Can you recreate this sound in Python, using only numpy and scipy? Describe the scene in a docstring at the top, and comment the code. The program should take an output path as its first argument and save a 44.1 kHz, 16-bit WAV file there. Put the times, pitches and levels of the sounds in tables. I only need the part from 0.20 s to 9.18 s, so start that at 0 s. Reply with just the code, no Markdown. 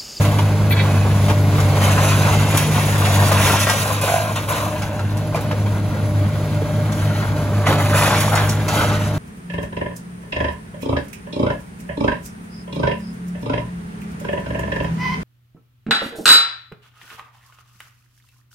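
"""A diesel drone and the crunch of metal: a tracked excavator rakes a pile of scrap in an open yard.
Periodic firing gives the six-cylinder engine its tone, and turbulence its exhaust roar and fan rush;
a hydraulic pump whines and a turbocharger whistles faintly. Impacts excite the damped modes of steel
pieces, which tumble, clank, knock and snap. Stick-slip friction makes others screech, judder and groan.
The ground and the scrap scatter a short diffuse tail."""
import sys
import numpy as np
from scipy import signal
from scipy.fft import rfft, irfft, next_fast_len
from scipy.io import wavfile
from scipy.ndimage import uniform_filter1d, map_coordinates

SR = 44100
rng = np.random.default_rng(int(sys.argv[2]) if len(sys.argv) > 2 else 0)


def master_out(mix):
    """Clip the mix to full scale and print it as 16-bit PCM to the path in sys.argv[1]."""
    frames = np.transpose(np.atleast_2d(mix))
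    ceiling = np.clip(frames, -1, 1)
    pcm = np.round(ceiling * 32767).astype(np.int16)
    wavfile.write(sys.argv[1], SR, pcm)


N = 396018
TIME = np.arange(N) / SR
BAND_LIMIT_HZ = 15870

# Engine speed, sagging and recovering under the governor. Each row: time in seconds, firing rate in Hz.
FIRING_RATE = [(0.0, 101.3), (0.5, 102), (0.68, 99), (1.15, 99.7), (1.6, 97.8), (2.1, 100.2), (2.37, 102.3),
               (2.7, 100.6), (3.2, 98), (3.49, 101.3), (3.79, 101.1), (4.09, 104.6), (4.24, 102.6),
               (4.79, 100.6), (5.09, 103.4), (5.99, 100.8), (6.78, 103), (7.73, 100.1), (7.98, 102.5),
               (8.68, 103.5), (8.98, 102)]
# Strength of the firing tone. Each row: time in seconds, relative level in dB.
FIRING_LEVEL = [(0.0, -15.5), (1.1, -14.5), (2.34, -16), (2.44, -21), (2.99, -14.5), (3.44, -18.5),
                (3.54, -22.5), (4.29, -27), (4.99, -20.5), (5.14, -28), (5.54, -15.5), (5.69, -24),
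                (6.04, -15.5), (6.19, -22), (7.08, -17), (7.23, -23), (7.33, -17.5), (8.98, -21)]
# Unsteadiness of that tone. Each row: time in seconds, modulation depth.
WAVER_DEPTH = [(0, 0.077), (3.3, .09), (4.5, 0.21), (7, 0.25), (8.98, 0.13)]
# Harmonics of the firing tone. Each row: multiple of the firing rate, relative level in dB.
WHOLE_ORDERS = [(1, 0.5), (2, -13), (3, -18.5), (4, -33.5)]
# Partials due to unequal cylinder banks. Each row: multiple of the firing rate, relative level in dB.
HALF_ORDERS = [(.5, -29), (1.5, 0), (2.5, -48), (4.5, -20)]
# Engine load: high in the first bite, let go, then building. Each row: time in seconds, load in dB.
ENGINE_LOAD = [(0.0, -17.5), (0.15, -22), (0.75, -19.5), (1.05, -20.5), (1.6, -17.5), (1.9, -18),
               (2.55, -19), (2.9, -21.5), (3.34, -22), (3.44, -32), (4.94, -30), (5.09, -26), (8.73, -23.5),
               (8.98, -26)]
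# Exhaust turbulence. Each row: frequency in Hz, relative spectral density in dB.
ROAR_SPECTRUM = [(20, -32), (35, -17), (55, -1.5), (75, 0.5), (125, 3), (190, -1), (270, -4.5), (380, -14),
                 (700, -20.5), (2000, -81)]

# Pulls of the grab. Each row: start and length in seconds, levels of heavy and of light scrap in dB.
GRAB_PULLS = [(-.05, 0.011, -22.5, -26.5), (0.46, 0.59, -32, -36.5), (1.283, 0.15, -29, -34.5),
              (1.524, 0.32, -25, -26), (1.754, 0.35, -23, -25.5), (2.187, 0.47, -28, -27),
              (2.697, 0.41, -21, -24.5), (2.983, 0.55, -24, -21), (3.58, 0.2, -27, -31),
              (3.798, 0.1, -24.5, -22.5), (4.273, 0.059, -23.5, -26.5), (6.607, 0.4, -33, -38),
              (7.15, 0.69, -31.5, -42), (7.441, 0.063, -20.5, -35), (7.562, 0.11, -24, -29.5),
              (7.722, 0.14, -19.5, -21.5), (7.93, 0.036, -37, -26), (8.056, 0.15, -25, -31),
              (8.481, 0.15, -22, -27.5)]
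# Heavy scrap. Each row: frequency in Hz, relative gains in dB for the first and for the second bite.
HEAVY_SPECTRA = [(146.7, -31, 14), (350, -6.5, -3.5), (553, 7, 3.5), (840, 3.5, 3), (1090, 5.5, 1.5),
                 (1350, -9, 1), (1400, -1, 2.5), (1740, 1, 0.5), (1880, -13, -5), (2570, -6.5, -11.5),
                 (3280, -11.5, -9.5), (4130, -12, -10), (5800, -22, -22), (12000, -51, -52)]
# Crossfade between those spectra. Each row: time in seconds, share of the second bite.
SECOND_BITE_SHARE = [(5, 0), (6.5, 1)]
# Light scrap. Each row: frequency in Hz, relative gain in dB.
LIGHT_SPECTRUM = [(1000, 12), (2500, 4.5), (4200, -1), (5200, -5), (6600, 0.5), (8500, -5), (11000, 0.5),
                  (14000, -8), (16000, -1.5)]
# Pieces striking the pile. Each row: start in seconds, relative level in dB, pitch in Hz, T60 in seconds.
CLANK_HITS = [(.049, -9, 1520, 0.081), (.186, -6, 1330, .06), (1.082, -9, 1470, 0.11),
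              (1.098, -6, 1013, 0.1), (1.382, -10, 1186, 0.18), (1.569, -9, 955, .1),
              (1.678, -5.5, 1250, 0.15), (1.778, -5, 1696, .12), (1.843, -12, 1480, 0.088),
              (1.918, -6, 1240, .17), (2.05, -8, 1684, .1), (2.134, -7, 917, 0.16), (2.344, -6, 900, .1),
              (2.374, -5.5, 2690, 0.12), (2.577, -5.5, 1000, 0.2), (2.592, -7.5, 1820, 0.059),
              (2.75, -8, 1400, .14), (2.85, -7, 2150, 0.24), (2.954, -13, 1920, .1), (3.022, -6, 956, 0.19),
              (3.115, -1, 1200, 0.1), (3.256, -6, 1290, 0.12), (3.268, -2.5, 1140, .1),
              (3.295, -1.5, 1193, 0.18), (3.329, -1, 1115, 0.11), (3.357, -3.5, 1400, 0.072),
              (3.466, -1, 1313, 0.24), (3.495, -1.5, 1690, 0.056), (3.812, -20, 1660, .3),
              (3.877, -5.5, 1203, 0.15), (4.156, -8.5, 1456, 0.27), (4.285, -9.5, 1305, 0.095),
              (4.379, -9, 1098, 0.13), (4.618, -11, 1370, 0.15), (4.792, -11, 1100, 0.096),
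              (5.154, -11, 1400, 0.17), (5.311, -10, 1640, 0.069), (5.459, -17, 1502, 0.087),
              (6.322, -22, 877, .13), (6.954, -16, 1022, 0.26), (7.466, -2, 1560, 0.094),
              (7.488, -4, 855, 0.44), (7.524, -7, 1910, 0.06), (7.598, -11, 1176, .2),
              (7.788, -6, 1674, 0.14), (7.82, -3.5, 2000, .1), (7.874, -2, 1400, 0.13),
              (7.895, -8, 950, 0.14), (7.92, -7, 1350, 0.13), (7.965, -9, 2560, .08),
              (8.012, -10, 2497, .09), (8.032, -9, 1100, .1), (8.079, -5.5, 910, 0.058),
              (8.128, -4.5, 1394, 0.23), (8.156, -5.5, 1620, 0.11), (8.172, -4, 1890, 0.11),
              (8.215, -10, 1010, 0.12), (8.481, -8, 1421, 0.24), (8.56, -14, 1250, 0.14),
              (8.609, -3.5, 1203, 0.25), (8.717, -8, 1600, 0.38)]
# Thin pieces snapping. Each row: start in seconds, relative level in dB, pitch in Hz.
SNAP_HITS = [(1.4007, -22, 6460), (2.3716, -8.5, 11300), (3.497, -11.5, 6570), (3.8123, -15.5, 10700),
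             (4.158, -20.5, 6940), (4.619, -25, 5450), (4.969, -28, 9400), (5.1542, -27, 6860),
             (5.207, -27, 14500), (6.72, -25, 6840), (8.0036, -13, 10200), (8.152, -15, 7260),
             (8.291, -15.5, 6920), (8.481, -17, 6350)]
# Heavy bumps. Each row: start in seconds, relative level in dB, lowest mode in Hz, T60 in seconds.
KNOCK_HITS = [(1.094, -16, 430, 0.15), (1.106, -17.5, 920, 0.12), (4.543, -15, 630, 0.053),
              (5.145, -5, 655, 0.036), (5.172, -16.5, 475, 0.11), (5.313, -20, 560, .08),
              (5.33, -16, 490, .07), (5.747, -15, 530, .055), (6.417, -15, 454, 0.08),
              (7.468, -13, 637, .07), (7.49, -15, 544, .1), (7.512, -15, 387, 0.13)]
# Modes of a heavy section. Each row: ratio to the lowest mode, relative level in dB, multiple of the T60.
KNOCK_MODES = [(1, -2.5, 1), (1.17, -11, 1.2), (1.56, -14, 1.8), (2.92, -31, 1.8), (3.7, -15.5, 2.2)]
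# Steel scraping steel. Each row: start and length in seconds, resonance and width in Hz, level in dB.
SCREECH_STROKES = [(0.496, 0.047, 12640, 110, -25.5), (2.84, 0.054, 2640, 160, -40),
                   (3.16, 0.063, 2620, 130, -34), (4.153, 0.054, 2950, 328, -34),
                   (4.291, 0.25, 1090, 130, -32), (7.47, 0.11, 14210, 200, -41),
                   (7.864, 0.12, 930, 200, -25), (7.954, .035, 2310, 80, -29), (8.101, 0.15, 1410, 80, -31),
                   (8.283, 0.052, 6400, 350, -35.5), (8.552, 0.11, 1420, 80, -26.5)]
# A dragged beam. Each row: time in seconds, pitch in Hz, level in dB.
BEAM_DRAG = [(3.85, 699, -40), (3.882, 715, -19.5), (3.936, 702, -17), (3.976, 702, -22), (4.005, 691, -23),
             (4.05, 677, -25), (4.13, 685, -34.5)]
# Its modes. Each row: multiple of the pitch, relative level in dB.
BEAM_MODES = [(0.936, -9), (1, -5.5), (1.091, -14), (1.469, -23), (2.08, -18), (2.33, -16)]
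# A loose sheet juddering against the grab. Each row: start and length in seconds, level in dB.
SHEET_BURSTS = [(0.508, 0.019, -23.5), (0.567, .008, -26), (0.59, 0.015, -22)]
# Its modes. Each row: frequency and width in Hz, relative level in dB.
SHEET_RESONANCES = [(1700, 220, -1), (1970, 180, -1), (2310, 240, 0), (2520, 140, -3), (3480, 260, -2),
                    (3860, 260, -2), (4330, 340, -7.5)]

# Fan and engine housing. Each row: frequency in Hz, relative spectral density in dB.
FAN_SPECTRUM = [(150, -24), (400, 3.5), (700, 1.5), (1000, 0), (1270, -5.5), (1470, -3), (1800, -9),
                (2150, -5.5), (2900, -14.5), (3900, -12.5), (5800, -16.5), (7200, -17), (11000, -21),
                (16000, -23)]
# Pump whine, louder as the boom lifts. Each row: time in seconds, relative level in dB, piston rate in Hz.
PUMP_WHINE = [(0, -35.5, 296.5), (.85, -36, 300), (1.4, -35.5, 297), (3.6, -44, 302.6), (4.15, -41, 298.4),
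              (4.5, -35, 305.2), (4.7, -31.5, 299.3), (4.92, -38.5, 302.5), (5.3, -35, 298.5),
              (5.6, -39.5, 303), (5.9, -33, 300.5), (6.1, -37.5, 297.7), (6.5, -31, 297),
              (6.85, -38, 301.5), (7.2, -32.5, 295.6), (7.75, -31.5, 298), (8.2, -35, 300.7),
              (8.98, -35, 300.7)]
# Its harmonics. Each row: multiple of the piston rate, relative level in dB.
PUMP_HARMONICS = [(1, -2.5), (2, 2)]
# Turbo whistle. Each row: time in seconds, frequency in Hz, level in dB.
TURBO_WHISTLE = [(0, 10000, -68), (.75, 10200, -56), (1.2, 11600, -48), (2.0, 10200, -66),
                 (4.1, 10100, -64), (4.7, 10900, -62), (5.05, 11300, -52), (5.35, 10100, -55),
                 (5.8, 10120, -51), (6.2, 10500, -55), (6.7, 10780, -50), (7.1, 10540, -55.5),
                 (7.55, 10800, -58), (8.98, 10350, -62)]

# Scattering by the yard. Each row: frequency in Hz, diffuse share of the power.
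DIFFUSE_SHARE = [(100, .02), (400, .04), (1000, .14), (1500, .33), (2600, .27), (4000, .42), (5300, .6),
                 (6800, .25), (8500, .15), (15000, .2)]
# Lead of left over right. Each row: frequency in Hz, phases in radians for the machine and for the pile.
PHASE_LEAD = [(0, 0, 0), (500, -.1, .05), (1400, .1, .55), (1750, 2, 2.2), (2050, -.8, -.3),
              (2400, -1.3, 0), (3300, .3, 1.3), (4600, .2, 2.3), (5400, -2.4, 1.8), (6200, -1.3, -.1),
              (7400, -1.6, -1.5), (8500, -3.1, -3.1), (11000, -6.3, -6.3), (13400, -9.4, -9.4),
              (15600, -12.6, -12.6)]
# Stereo balance. Each row: frequency in Hz, left minus right level in dB.
BALANCE = [(700, 0), (1400, 2), (2000, 0), (2700, -2), (4000, -1.7), (5300, -3.5), (6800, 0), (15000, 0)]


def exhaust_tone(firings, whole_db=-1.5, upper_waver=2.35):
    """Periodic firing radiates a harmonic series; unequal cylinder banks add half orders under load."""
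    tone = gain_of(curve(FIRING_LEVEL) + whole_db)
    bank_beat = under_load(-28.5, db_per_db=1) * gain_of(drift(1.3))
    partials = [(order, gain_of(db) * tone) for order, db in WHOLE_ORDERS]
    partials += [(order, gain_of(db) * bank_beat) for order, db in HALF_ORDERS]
    out = np.zeros(N)
    for order, gain in partials:
        depth = curve(WAVER_DEPTH) * (1 if order < 2 else upper_waver)
        angle = 2 * np.pi * (order * firings + rng.random())
        wave = (1 + depth * drift(9.6)) * np.cos(angle) + depth * drift(10.3) * np.sin(angle)
        out += gain * wave / np.sqrt(1 + 2 * depth ** 2)  # wavering adds no power
    return np.sqrt(2) * out


def exhaust_roar(firings, level_db=-27, pulsing=0.36):
    """Turbulent gas radiates broadband noise, amplitude-modulated at the firing rate."""
    puffs = (1 + pulsing * np.cos(2 * np.pi * firings)) * rng.standard_normal(N)
    return under_load(level_db, db_per_db=0.5) * coloured(puffs, ROAR_SPECTRUM)


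def raked_pile():
    """Dense impacts merge into a texture: heavy sections crunch, wire and thin sheet rattle."""
    crunches = tumble(295.6, 6000, per_s=560, t60=0.14, uneven_db=3.5, clump_db=2, crack=1.2)
    ticks = tumble(2179, 14000, per_s=900, t60=0.18, uneven_db=0, clump_db=4, crack=0.77)
    first, second = (coloured(crunches, HEAVY_SPECTRA, column) for column in (1, 2))
    heavy = first + (second - first) * curve(SECOND_BITE_SHARE)
    heavy_gain, light_gain = raking()
    return heavy * heavy_gain + coloured(ticks, LIGHT_SPECTRUM) * light_gain


def raking(rise_share=0.39, settle_db_per_s=41):
    """Incoherent sources add in power: pulls build, hold and settle over a steady trickle of pieces."""
    power = gain_of([[-35], [-46]]) ** 2  # the trickle of heavy and of light scrap
    for start, length, heavy_db, light_db in GRAB_PULLS:
        t = TIME - start
        rise = np.clip(t / (rise_share * length), 0, 1)
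        settle = gain_of(-settle_db_per_s * np.maximum(t - length, 0))
        power = power + (gain_of([[heavy_db], [light_db]]) * rise * settle) ** 2
    return np.sqrt(power)


def tumble(low_hz, high_hz, per_s, t60, uneven_db, clump_db, crack, shift=.05, count=180):
    """Collisions form a Poisson process whose rate drifts, so the pieces ring in clumps."""
    struck = np.flatnonzero(rng.random(N) < per_s / SR * gain_of(clump_db * drift(25)))
    hardness = rng.exponential(1, N)[struck]
    force = rng.choice([-1, 1], N)[struck] * gain_of(uneven_db * np.minimum(hardness, 3))
    which = rng.integers(0, count, N)[struck]
    out = np.zeros(N)
    for k, hz in enumerate(np.geomspace(low_hz, high_hz, count)):
        ring = steel_ring(hz, .5, t60, crack) * np.sqrt(hz)  # equal power per Hz
        for at, size in zip(struck[which == k], force[which == k]):
            add(out, at / SR, size * ring)
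    pace = 1 + shift * drift(1.2)  # the pieces shift, so their rings slowly change pitch
    return map_coordinates(out, [np.cumsum(pace)], order=3, mode="wrap")


def steel_ring(hz, octaves, t60, crack, rolloff=0.51, count=18):
    """An impact on odd-shaped steel gives a broad crack and damped inharmonic modes scattered about hz."""
    t = np.arange(round(np.clip(t60, .01, .3) * SR)) / SR
    mode_hz = hz * 2 ** (octaves * rng.standard_normal((count, 1)))
    life, phase = rng.random((2, count, 1))
    decay = np.log(1000) * t / t60
    strength = (mode_hz < BAND_LIMIT_HZ) * np.minimum(hz / mode_hz, 1) ** rolloff
    modes = strength * np.sin(2 * np.pi * (mode_hz * t + phase)) * np.exp(-decay / (.5 + life / 2))
    grit = band_noise(hz / 2, min(hz * 1.27, BAND_LIMIT_HZ), len(t))
    return evened(evened(modes.sum(0)) + crack * evened(grit * np.exp(-decay)))


def impacts(rows, octaves, crack, bounce_s, bounce, level_db, thud, rise_s, rebounds=3):
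    """A struck piece thuds and vibrates freely; weaker rebounds against its neighbours excite it again."""
    out = np.zeros(N)
    attack = 1 - np.exp(-np.arange(SR // 2) / SR / rise_s)  # rounded as the loose pile yields
    for start, db, hz, t60 in rows:
        ring = steel_ring(hz, octaves, t60, crack)
        hit = np.zeros(SR // 2)
        add(hit, 0, ring + thud * steel_ring(hz / 2, octaves / 2, t60, crack))
        for late in rng.random(rebounds):
            add(hit, late * bounce_s, bounce * (1 - late / 2) * rng.choice([-1, 1]) * ring)
        nominal_peak = 3 * np.sqrt(np.mean(hit[:SR // 50] ** 2))
        add(out, start, gain_of(db + level_db) * attack * hit / nominal_peak)
    return out


def knocks(crack=0.2, crack_s=0.0028, rise_s=0.0014, hard_db=-5, brighten=0.47):
    """Heavy sections ring in damped modes; the harder the blow, the stronger the upper ones."""
    out, t = np.zeros(N), np.arange(SR // 4) / SR
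    for start, db, hz, t60 in KNOCK_HITS:
        ring = np.zeros(len(t))
        for ratio, mode_db, life in KNOCK_MODES:
            gain = gain_of(mode_db + brighten * (db - hard_db) * np.log2(ratio))
            decay = np.exp(-np.log(1000) * t / (life * t60))
            ring += gain * np.sin(2 * np.pi * (ratio * hz * t + rng.random())) * decay
        contact = crack * evened(band_noise(hz / 2, 4 * hz, len(t))) * np.exp(-t / crack_s)
        add(out, start, gain_of(db) * (1 - np.exp(-t / rise_s)) * (ring + contact))
    return out


def screeches(grip=0.32):
    """Irregular stick-slip friction drives one resonance of a sliding piece."""
    out, size = np.zeros(N), SR // 2
    for start, length, hz, width, db in SCREECH_STROKES:
        slips = rng.standard_normal(size)
        slips *= np.exp(grip * evened(uniform_filter1d(rng.standard_normal(size), size=300)))
        progress = np.minimum(np.arange(size) / SR / length, 1)
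        stroke = np.sqrt(progress) * (1 - progress)
        ring = filtered(slips, lambda f: 1 / (1 + 1j * (f - hz) / width) ** 2) * stroke
        add(out, start, gain_of(db) * ring / np.sqrt(np.sum(ring ** 2) / (length * SR)))
    return out


def beam_groan(wander=0.012, slips_hz=47, slip_jitter=.15, slip_ring_s=0.011, uneven_db=1.5):
    """Stick-slip, a relaxation oscillation, pulses a beam's modes; they sink as the contact moves."""
    hz = curve(BEAM_DRAG)
    sliding = (TIME > BEAM_DRAG[0][0]) & (TIME < BEAM_DRAG[-1][0])
    since_slip = cycles(slips_hz * (1 + slip_jitter * drift(30))) % 1 / slips_hz
    judder = uniform_filter1d(np.exp(-since_slip / slip_ring_s), size=90)
    ring = np.zeros(N)
    for ratio, db in BEAM_MODES:
        gain = gain_of(db + uneven_db * drift(45))
        ring += gain * np.sin(2 * np.pi * cycles(ratio * hz * (1 + wander * drift(58.3))))
    return sliding * gain_of(curve(BEAM_DRAG, 2)) * evened(judder * ring)


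def sheet_judder(slips_per_s=1500, release_s=0.013, linger_db=-16, linger_s=0.17):
    """Bursts of random slips force a loose sheet's resonances, which linger faintly afterwards."""
    power = np.zeros(N)
    for start, length, db in SHEET_BURSTS:
        after = np.maximum(TIME - start - length, 0)
        fade = np.exp(-after / release_s) + gain_of(linger_db) * np.exp(-after / linger_s)
        power += (TIME > start) * (gain_of(db) * fade) ** 2
    slips = (rng.random(N) < slips_per_s / SR) * rng.choice([-1, 1], N)
    ring = filtered(slips, lambda f: sum(gain_of(db) / (1 + 2j * (f - hz) / width) ** 2
                                         for hz, width, db in SHEET_RESONANCES))
    return np.sqrt(power) * evened(ring)


def fan_rush(level_db=-34.5):
    """Turbulent air from the fan and engine housing gives broadband noise that grows with load."""
    gain = under_load(level_db, db_per_db=1.08) * gain_of(drift(18))
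    return gain * coloured(rng.standard_normal(N), FAN_SPECTRUM)


def pump_whine(firings, rough=0.3, swell_db=2.4, gear_order=6, gear_db=-4):
    """Close frequencies beat: the pistons' second harmonic lies near the tone of a gear on the crank."""
    strokes = cycles(curve(PUMP_WHINE, 2))
    partials = [(order * strokes, db) for order, db in PUMP_HARMONICS]
    whine = np.zeros(N)
    for phase, db in partials + [(gear_order * firings, gear_db)]:
        angle = 2 * np.pi * phase
        wave = (1 + rough * drift(30)) * np.cos(angle) + rough * drift(46) * np.sin(angle)
        whine += gain_of(db) * wave
    return gain_of(curve(PUMP_WHINE) + swell_db * drift(6)) * whine


def turbo_whistle(jitter_hz=120, flutter=.9):
    """The pitch follows the rotor's speed; random modulation broadens the tone into a fuzzy band."""
    tone = np.sin(2 * np.pi * cycles(curve(TURBO_WHISTLE) + jitter_hz * drift(49.5)))
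    return gain_of(curve(TURBO_WHISTLE, 2)) * tone * evened(1 + flutter * drift(70))


def yard_scatter(x, t60=0.068, count=4):
    """Diffuse reflection from ground and scrap adds a short tail that changes as the pieces shift."""
    t = np.arange(SR // 4) / SR
    tails = rng.standard_normal((count, len(t))) * np.exp(-np.log(1000) * t / t60)
    weights = np.array([drift(1.75) for tail in tails])
    weights /= np.linalg.norm(weights, axis=0)
    return sum(signal.oaconvolve(x * weight, tail / np.linalg.norm(tail))[:N]
               for weight, tail in zip(weights, tails))


def stereo_field(direct, diffuse, phase_column):
    """Direct sound arrives left and right with a phase difference; each side has its own diffuse sound."""
    size = next_fast_len(N + 4096, True)
    hz = np.fft.rfftfreq(size, 1 / SR)
    side, share = np.array([[1], [-1]]), at_hz(DIFFUSE_SHARE, hz)
    lead = np.exp(.5j * side * at_hz(PHASE_LEAD, hz, phase_column))
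    both = rfft(direct, size) * np.sqrt(1 - share) * lead + rfft(np.array(diffuse), size) * np.sqrt(share)
    return irfft(both * gain_of(side * at_hz(BALANCE, hz) / 2), size)[:, :N]


def under_load(level_db, db_per_db, usual_load_db=-25.5):
    """Power-law growth with engine load; level_db holds at the usual load."""
    return gain_of(level_db + db_per_db * (curve(ENGINE_LOAD) - usual_load_db))


def gain_of(db):
    """Decibels to amplitude."""
    return 10 ** (np.asarray(db) / 20)


def evened(x):
    """Normalisation to rms 1."""
    return x / np.sqrt(np.mean(x ** 2) + 1e-20)


def cycles(hz):
    """Phase in cycles is the time integral of frequency."""
    return np.cumsum(hz) / SR


def curve(rows, column=1):
    """Linear interpolation of a time table at every sample."""
    rows = np.array(rows)
    return np.interp(TIME, rows[:, 0], rows[:, column])


def at_hz(rows, hz, column=1):
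    """Interpolation of a frequency table on a log axis."""
    rows = np.array(rows)
    return np.interp(np.log(hz + 1), np.log(rows[:, 0] + 1), rows[:, column])


def filtered(x, response):
    """Filtering multiplies the spectrum by a frequency response."""
    size = next_fast_len(len(x) + 4096, True)
    return irfft(rfft(x, size) * response(np.fft.rfftfreq(size, 1 / SR)), size)[:len(x)]


def coloured(x, spectrum, column=1):
    """Spectral shaping by a table in dB, at rms 1."""
    return evened(filtered(x, lambda hz: gain_of(at_hz(spectrum, hz, column))))


def band_noise(low_hz, high_hz, size):
    """White noise through a gentle band-pass."""
    band = signal.butter(1, [low_hz, high_hz], "bandpass", fs=SR)
    return signal.lfilter(*band, rng.standard_normal(size))


def drift(rate_hz):
    """Low-pass noise of rms 1, fluctuating up to about the given rate."""
    hz = np.fft.rfftfreq(4096, 256 / SR)
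    slow = irfft(rfft(rng.standard_normal(4096)) / (1 + (hz / rate_hz) ** 4))
    return evened(np.interp(np.arange(N) / 256, np.arange(4096), slow))


def add(mix, start, sound):
    """Superposes a sound on the mix at a start in seconds."""
    part = mix[max(round(start * SR), 0):][:len(sound)]
    part += sound[:len(part)]


def scene():
    """Superposition of machine and pile, heard from different directions."""
    firings = cycles(curve(FIRING_RATE))
    machine = exhaust_tone(firings) + exhaust_roar(firings) + fan_rush()
    machine += pump_whine(firings) + turbo_whistle()
    machine_diffuse = [fan_rush(level_db=-38) + exhaust_roar(firings, level_db=-22) for side in "LR"]
    clanks = impacts(CLANK_HITS, octaves=.55, crack=0.9, bounce_s=.022, bounce=0.4,
                     level_db=-6, thud=0.67, rise_s=0.0011)
    thin_pieces = [(*row, 0.096) for row in SNAP_HITS]  # one T60 in seconds for all
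    snaps = impacts(thin_pieces, octaves=0.18, crack=2.6, bounce_s=0.032, bounce=0.18,
                    level_db=1, thud=0.29, rise_s=0.0014)
    scrap = raked_pile() + clanks + knocks() + snaps + screeches() + sheet_judder() + beam_groan()
    scrap_diffuse = [yard_scatter(scrap) for side in "LR"]
    return (stereo_field(machine, machine_diffuse, phase_column=1)
            + stereo_field(scrap, scrap_diffuse, phase_column=2))


def record(dry):
    """A linear-phase low-pass filter removes the highest treble."""
    low_pass = signal.firwin(1023, BAND_LIMIT_HZ, window=("kaiser", 9), fs=SR)
    return signal.oaconvolve(dry, low_pass[None], "same")


dry = scene()
out = record(dry)
master_out(out)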